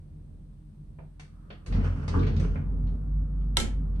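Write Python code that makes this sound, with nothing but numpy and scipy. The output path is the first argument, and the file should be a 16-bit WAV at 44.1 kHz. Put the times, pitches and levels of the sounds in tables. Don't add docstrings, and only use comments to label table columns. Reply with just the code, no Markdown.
import sys
import numpy as np
from scipy import signal
from scipy.fft import rfft, irfft, next_fast_len
from scipy.io import wavfile
from scipy.ndimage import map_coordinates

SR = 44100
rng = np.random.default_rng(int(sys.argv[2]) if len(sys.argv) > 2 else 0)


def materialize(psi):
    bounded = np.clip(np.atleast_2d(psi).T, -1, 1)
    quanta = np.round(bounded * 32767).astype(np.int16)
    wavfile.write(sys.argv[1], SR, quanta)


N = 4 * SR

# time_s, pitch_hz, level_db
MOTOR_HUM = [(1.66, 42.13, -51), (1.71, 43.46, -30), (1.77, 44.6, -25.5), (1.95, 45.1, -30),
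             (2.04, 44.95, -41.5), (2.16, 43.75, -31), (2.3, 44, -28), (2.52, 45.68, -26.5),
             (2.58, 45.44, -38), (2.7, 48.55, -27.5), (2.88, 47.04, -25.5), (3, 49, -30.5),
             (3.2, 49.14, -25.5), (3.32, 48.9, -31), (3.49, 48.18, -27), (3.6, 48.86, -30), (4, 47.02, -28)]
# time_s, walls_db, rattle_db
CABIN_SHAKE = [(1.65, -79, -100), (1.72, -31.5, -51), (1.79, -25, -48.5), (1.84, -31.5, -41),
               (1.93, -34, -48), (2.05, -34.5, -52.5), (2.16, -26.5, -43.5), (2.33, -29, -54),
               (2.43, -28.5, -48), (2.55, -34, -56.5), (2.72, -32.5, -76), (2.9, -34, -66.5),
               (3.05, -39, -82.5), (4, -37, -70.5)]
# start_s, boom_db, groan_db, clang_db
TUGS = [(1.668, -25.5, -48, -79), (1.735, -29.5, -43.5, -52), (2.135, -18.5, -27.5, -30.5),
        (2.18, -31, -31.5, -38), (2.38, -36, -37.5, -65.5)]
# centre_hz, width_hz, gain_db
WALL_MODES = [(84.63, 17.4, 7), (120, 13, -9), (143.5, 19, 3.5), (163.95, 12, 3.5), (203.2, 9, -2),
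              (224.9, 16.7, -3.5), (265.6, 14, -4.5), (402.2, 22, -19), (468.3, 9.5, -18)]
FRAME_MODES = [(328, 35, -4.5), (387, 9, 4.5), (437.6, 19, 1), (471.5, 21, -3)]
IRON_MODES = [(877, 79, -2.5), (1027, 100, -2), (1175, 45, 6.5), (1453, 210, -7)]
FITTING_MODES = [(870, 19, -2.5), (4450, 55, 3)]
# frequency_hz, gain_db
FRICTION_SPECTRUM = [(20, -13.5), (40, 4), (70, 8.5), (150, 1), (280, -15), (500, -15.5), (800, -23),
                     (1250, -29.5), (2000, -40), (4000, -73.5)]
RATTLE_SPECTRUM = [(150, -30.5), (400, 17.5), (800, 3), (1400, 10.5), (2200, -3), (2900, -1), (3800, -16),
                   (5500, -12.5), (7500, -22.5), (8700, -19), (11000, -40), (14000, -51)]

# start_s, snap_db, ring_db, treble_db
BUTTON_IMPACTS = [(3.5692, -0.5, -19.5, 0), (3.6003, -12.5, -27, 3)]
# frequency_hz, gain_db
SNAP_SPECTRUM = [(300, -20), (920, 0), (1200, -11), (2000, -4), (2800, 0), (3900, 6), (5000, -9),
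                 (7500, -9), (10500, -10), (12000, -20), (16000, -27)]
REVERB_SPECTRUM = [(60, 10), (120, 11), (300, 4.5), (600, 0), (1100, -10), (1800, -5), (3200, -2),
                   (5000, -7), (8200, -5.5), (9000, -12.5), (10500, -8), (12000, -32.5), (13500, -20),
                   (15000, -57)]
# frequency_hz, t60_s
REVERB_TIMES = [(120, 0.61), (500, 0.4), (1500, 0.37), (3200, 0.28), (7000, 0.23), (13000, 0.19)]
# pitch_hz, gain_db, t60_s
PANEL_MODES = [(851, -1, .36), (950, 9, .05), (1326, 2, .28), (1608, -4, .26), (2143, 1, .22),
               (2230, 7, .06), (3081, -1, .3), (3210, -6, .28), (3833, -1, .18), (4137, -1, .22),
               (5800, -8, .2), (6208, -10, .2)]
# start_s, level_db, bass_db, cutoff_hz, ring_hz, t60_s
CONTACTS = [(0.987, -58, 29, 2900, 2143, 0.32), (1.196, -47, 7.5, 10200, 2124, 0.31),
            (1.503, -43.5, 10.5, 4040, 2970, 0.29), (1.6617, -46, 9.5, 11200, 4120, 0.33),
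            (1.7237, -40, 9.5, 5180, 1835, 0.43), (1.803, -45.5, 17, 2620, 1310, 0.69),
            (2.079, -38.5, 15, 8060, 4600, 0.3), (2.191, -45.5, -13, 5160, 3590, 0.6),
            (2.231, -41.5, 9, 3850, 1504, 0.63), (2.267, -39.5, 14, 5300, 1473, 0.31),
            (2.364, -43.5, -12, 5960, 3700, .35), (2.397, -46, 18, 9720, 5640, 0.37),
            (2.441, -45, 6, 2660, 1535, 0.24), (2.556, -42, 17, 2430, 2154, 0.33),
            (2.871, -56.5, 1, 4920, 3870, 0.28), (3.411, -65.5, 2, 3830, 3058, .35),
            (3.955, -61.5, 6.5, 4558, 3080, 0.39)]
# frequency_hz, gain_db
CONTACT_SPECTRUM = [(100, -8), (450, 1), (1100, 0), (2350, 5.5), (4300, -0.5), (6500, -2), (7500, -8),
                    (8600, -3.5), (14000, -29)]

# time_s, level_db
RUMBLE_LEVEL = [(0, -48.5), (.4, -47), (.65, -55), (.9, -49), (1.2, -58.5), (1.6, -50.5)]
# centre_hz, width_hz, gain_db
SHAFT_MODES = [(58.7, 24, -12), (94, 37, -17), (148.6, 15, -0.5), (209.7, 30, -13), (299.4, 7.6, -13)]
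# frequency_hz, gain_db
RUMBLE_SPECTRUM = [(20, -17.5), (45, -5), (85, 0), (115, -13), (170, -7), (250, -21.5), (380, -26.5),
                   (600, -33), (1200, -58.5), (3000, -89.5)]
RUSH_SPECTRUM = [(550, 4.5), (830, -6), (1250, 7), (2200, -17.5), (5000, -33)]
HISS_SPECTRUM = [(300, 7), (1000, 10), (2200, -0.5), (4000, -2.5), (7400, -9), (8400, 1), (10000, -6.5),
                 (15000, -18.5)]
# frequency_hz, correlation
FIELD_CORRELATION = [(30, 0.84), (130, 0.96), (250, 0.92), (500, 0.058), (1000, 0.17), (2000, -0.51),
                     (4000, 0.033), (8000, 0.04)]


def hoist_motor(strain_end_s=2.31, strain_fade_s=0.26, waver_db=1.32):
    pitch_hz, level_db = curves(MOTOR_HUM)
    phase = 2 * np.pi * np.cumsum(pitch_hz) / SR
    strain = np.clip((strain_end_s - np.arange(N) / SR) / strain_fade_s, 0, 1)
    hum = np.sin(phase) + amp(-5.5) * strain * np.sin(2 * phase) + amp(-13.5) * np.sin(3 * phase)
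    return amp(level_db + waver_db * wobble(knots_per_s=14)) * np.sqrt(2) * hum


def cabin_shake():
    level_db, _ = curves(CABIN_SHAKE)
    walls = resonate(diffuse(N), WALL_MODES)
    friction = unit(coloured(diffuse(N), FRICTION_SPECTRUM))
    return amp(level_db) * (walls + amp(-6.5) * friction)


def cabin_jolts(rise_s=0.0021):
    out, t = np.zeros((2, N)), np.arange(SR) / SR
    rise = 1 - np.exp(-t / rise_s)
    for start_s, boom_db, groan_db, clang_db in TUGS:
        groan = amp(groan_db) * resonate(diffuse(len(t)), FRAME_MODES) * decay(t, t60_s=0.56)
        boom = amp(boom_db) * resonate(diffuse(len(t)), WALL_MODES) * decay(t, t60_s=0.47)
        clang = amp(clang_db) * resonate(diffuse(len(t)), IRON_MODES) * decay(t, t60_s=0.31)
        add(out, start_s, rise * (boom + groan + clang))
    return out


def button_clack(rise_s=0.0014, snap_decay_s=0.0024):
    out, t = np.zeros((2, N)), np.arange(SR // 2) / SR
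    rise = 1 - np.exp(-t / rise_s)
    for start_s, snap_db, ring_db, treble_db in BUTTON_IMPACTS:
        treble_shelf = [(3500, 0), (7000, treble_db)]
        snap = coloured(diffuse(len(t)), SNAP_SPECTRUM, treble_shelf) * np.exp(-t / snap_decay_s)
        reverb = cabin_absorption(coloured(diffuse(len(t)), REVERB_SPECTRUM, treble_shelf))
        add(out, start_s, amp(snap_db) * rise * snap + amp(ring_db) * panel_body(rise * reverb))
    first_impact_s = BUTTON_IMPACTS[0][0]
    add(out, first_impact_s, amp(-35) * rise * ringing(PANEL_MODES, t))
    return out


def switch_clicks(rise_s=0.00054, snap_decay_s=0.005, pair_ratio=1.1):
    out, t = np.zeros((2, N)), np.arange(SR // 2) / SR
    rise = 1 - np.exp(-t / rise_s)
    for start_s, level_db, bass_db, cutoff_hz, ring_hz, t60_s in CONTACTS:
        bass_shelf = [(500, bass_db), (2800, 0)]
        noise = coloured(diffuse(len(t)), CONTACT_SPECTRUM, bass_shelf)
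        noise = lowpass(noise, cutoff_hz, order=4.5)
        envelope = rise * (amp(-1) * np.exp(-t / snap_decay_s) + decay(t, t60_s))
        ring = ringing([(hz, -12.5, t60_s) for hz in (ring_hz, pair_ratio * ring_hz)], t)
        add(out, start_s, amp(level_db) * (panel_body(envelope * noise) + rise * ring))
    return fitting_resonance(out)


def loose_fittings(impacts_per_s=150, spread_db=3):
    _, level_db = curves(CABIN_SHAKE)
    impacts = (rng.random(N) < impacts_per_s / SR) * amp(spread_db * rng.standard_normal(N))
    tail = decay(np.arange(SR // 4) / SR, t60_s=0.24)
    energy = np.abs(signal.fftconvolve(impacts ** 2, tail ** 2)[:N])
    rattle = coloured(np.sqrt(energy) * diffuse(N), RATTLE_SPECTRUM)
    return amp(level_db) * unit(fitting_resonance(rattle))


def shaft_and_air(rush_start_s=1.13, rush_rise_s=0.33):
    rumble_db, = curves(RUMBLE_LEVEL)
    fade_in = np.clip((np.arange(N) / SR - rush_start_s) / rush_rise_s, 0, 1)
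    rush = fade_in * unit(coloured(rng.standard_normal((2, N)), RUSH_SPECTRUM))
    hiss = unit(coloured(rng.standard_normal((2, N)), HISS_SPECTRUM))
    rumble = unit(coloured(diffuse(N), RUMBLE_SPECTRUM))
    drone = resonate(diffuse(N), SHAFT_MODES)
    return amp(rumble_db) * rumble + amp(-51.5) * drone + amp(-65.5) * rush + amp(-74.5) * hiss


def cabin_absorption(x):
    hz, t, spectrogram = signal.stft(x, SR, nperseg=256)
    spectrogram = spectrogram * decay(t, along(REVERB_TIMES, hz)[:, None])
    return signal.istft(spectrogram, SR, nperseg=256)[1][:, :x.shape[1]]


def panel_body(x, decay_s=0.011, energy_share=0.43):
    t = np.arange(SR // 20) / SR
    response = rng.standard_normal((2, len(t))) * np.exp(-t / decay_s)
    response *= np.sqrt(energy_share) / np.linalg.norm(response[0])
    response[:, 0] += np.sqrt(1 - energy_share)
    return signal.fftconvolve(x, response, axes=1)[:, :x.shape[1]]


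def fitting_resonance(x):
    return filtered(x, lambda hz: (1 + resonances(FITTING_MODES, hz)) / np.sqrt(2))


def ringing(modes, t):
    return sum(amp(db) * decay(t, t60_s) * np.sin(2 * np.pi * (hz * t + rng.random((2, 1)) / 2))
               for hz, db, t60_s in modes)


def resonances(modes, hz, order=1):
    return sum(amp(db) * (1j * hz * width / (centre ** 2 - hz ** 2 + 1j * hz * width)) ** order
               for centre, width, db in modes)


def resonate(x, modes):
    return unit(filtered(x, lambda hz: resonances(modes, hz, order=2)))


def diffuse(size):
    def mid_side_gains(hz):
        angle = np.arccos(np.clip(along(FIELD_CORRELATION, hz), -1, 1)) / 2
        return np.array([np.cos(angle), np.sin(angle)])
    mid, side = filtered(rng.standard_normal((2, size)), mid_side_gains)
    return np.array([mid + side, mid - side])


def filtered(x, response):
    size = x.shape[-1]
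    padded = next_fast_len(size + 8192)
    return irfft(rfft(x, padded) * response(np.fft.rfftfreq(padded, 1 / SR)), padded)[..., :size]


def coloured(x, *spectra):
    return filtered(x, lambda hz: amp(sum(along(spectrum, hz) for spectrum in spectra)))


def lowpass(x, cutoff_hz, order):
    return filtered(x, lambda hz: 1 / np.sqrt(1 + (hz / cutoff_hz) ** (2 * order)))


def along(points, hz):
    knots_hz, values = np.transpose(points)
    return np.interp(np.log(hz + 1), np.log(knots_hz + 1), values)


def curves(rows):
    time_s, *columns = np.transpose(rows)
    return [np.interp(np.arange(N) / SR, time_s, column) for column in columns]


def wobble(knots_per_s):
    knots = rng.standard_normal(int(N * knots_per_s / SR) + 4)
    return map_coordinates(knots, [np.arange(N) * knots_per_s / SR])


def decay(t, t60_s):
    return amp(-60 * t / t60_s)


def amp(db):
    return 10 ** (np.asarray(db) / 20)


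def unit(x):
    return x / np.sqrt(np.mean(x ** 2) + 1e-20)


def add(out, start_s, sound):
    part = out[:, round(start_s * SR):][:, :sound.shape[-1]]
    part += sound[..., :part.shape[-1]]


def scene():
    switches = switch_clicks() + button_clack()
    lift = cabin_jolts() + hoist_motor() + cabin_shake() + loose_fittings()
    return (switches + lift + shaft_and_air()) * amp([[-0.27], [0.27]])


def record(dry):
    return lowpass(dry, cutoff_hz=15200, order=40)


dry = scene()
out = record(dry)
materialize(out)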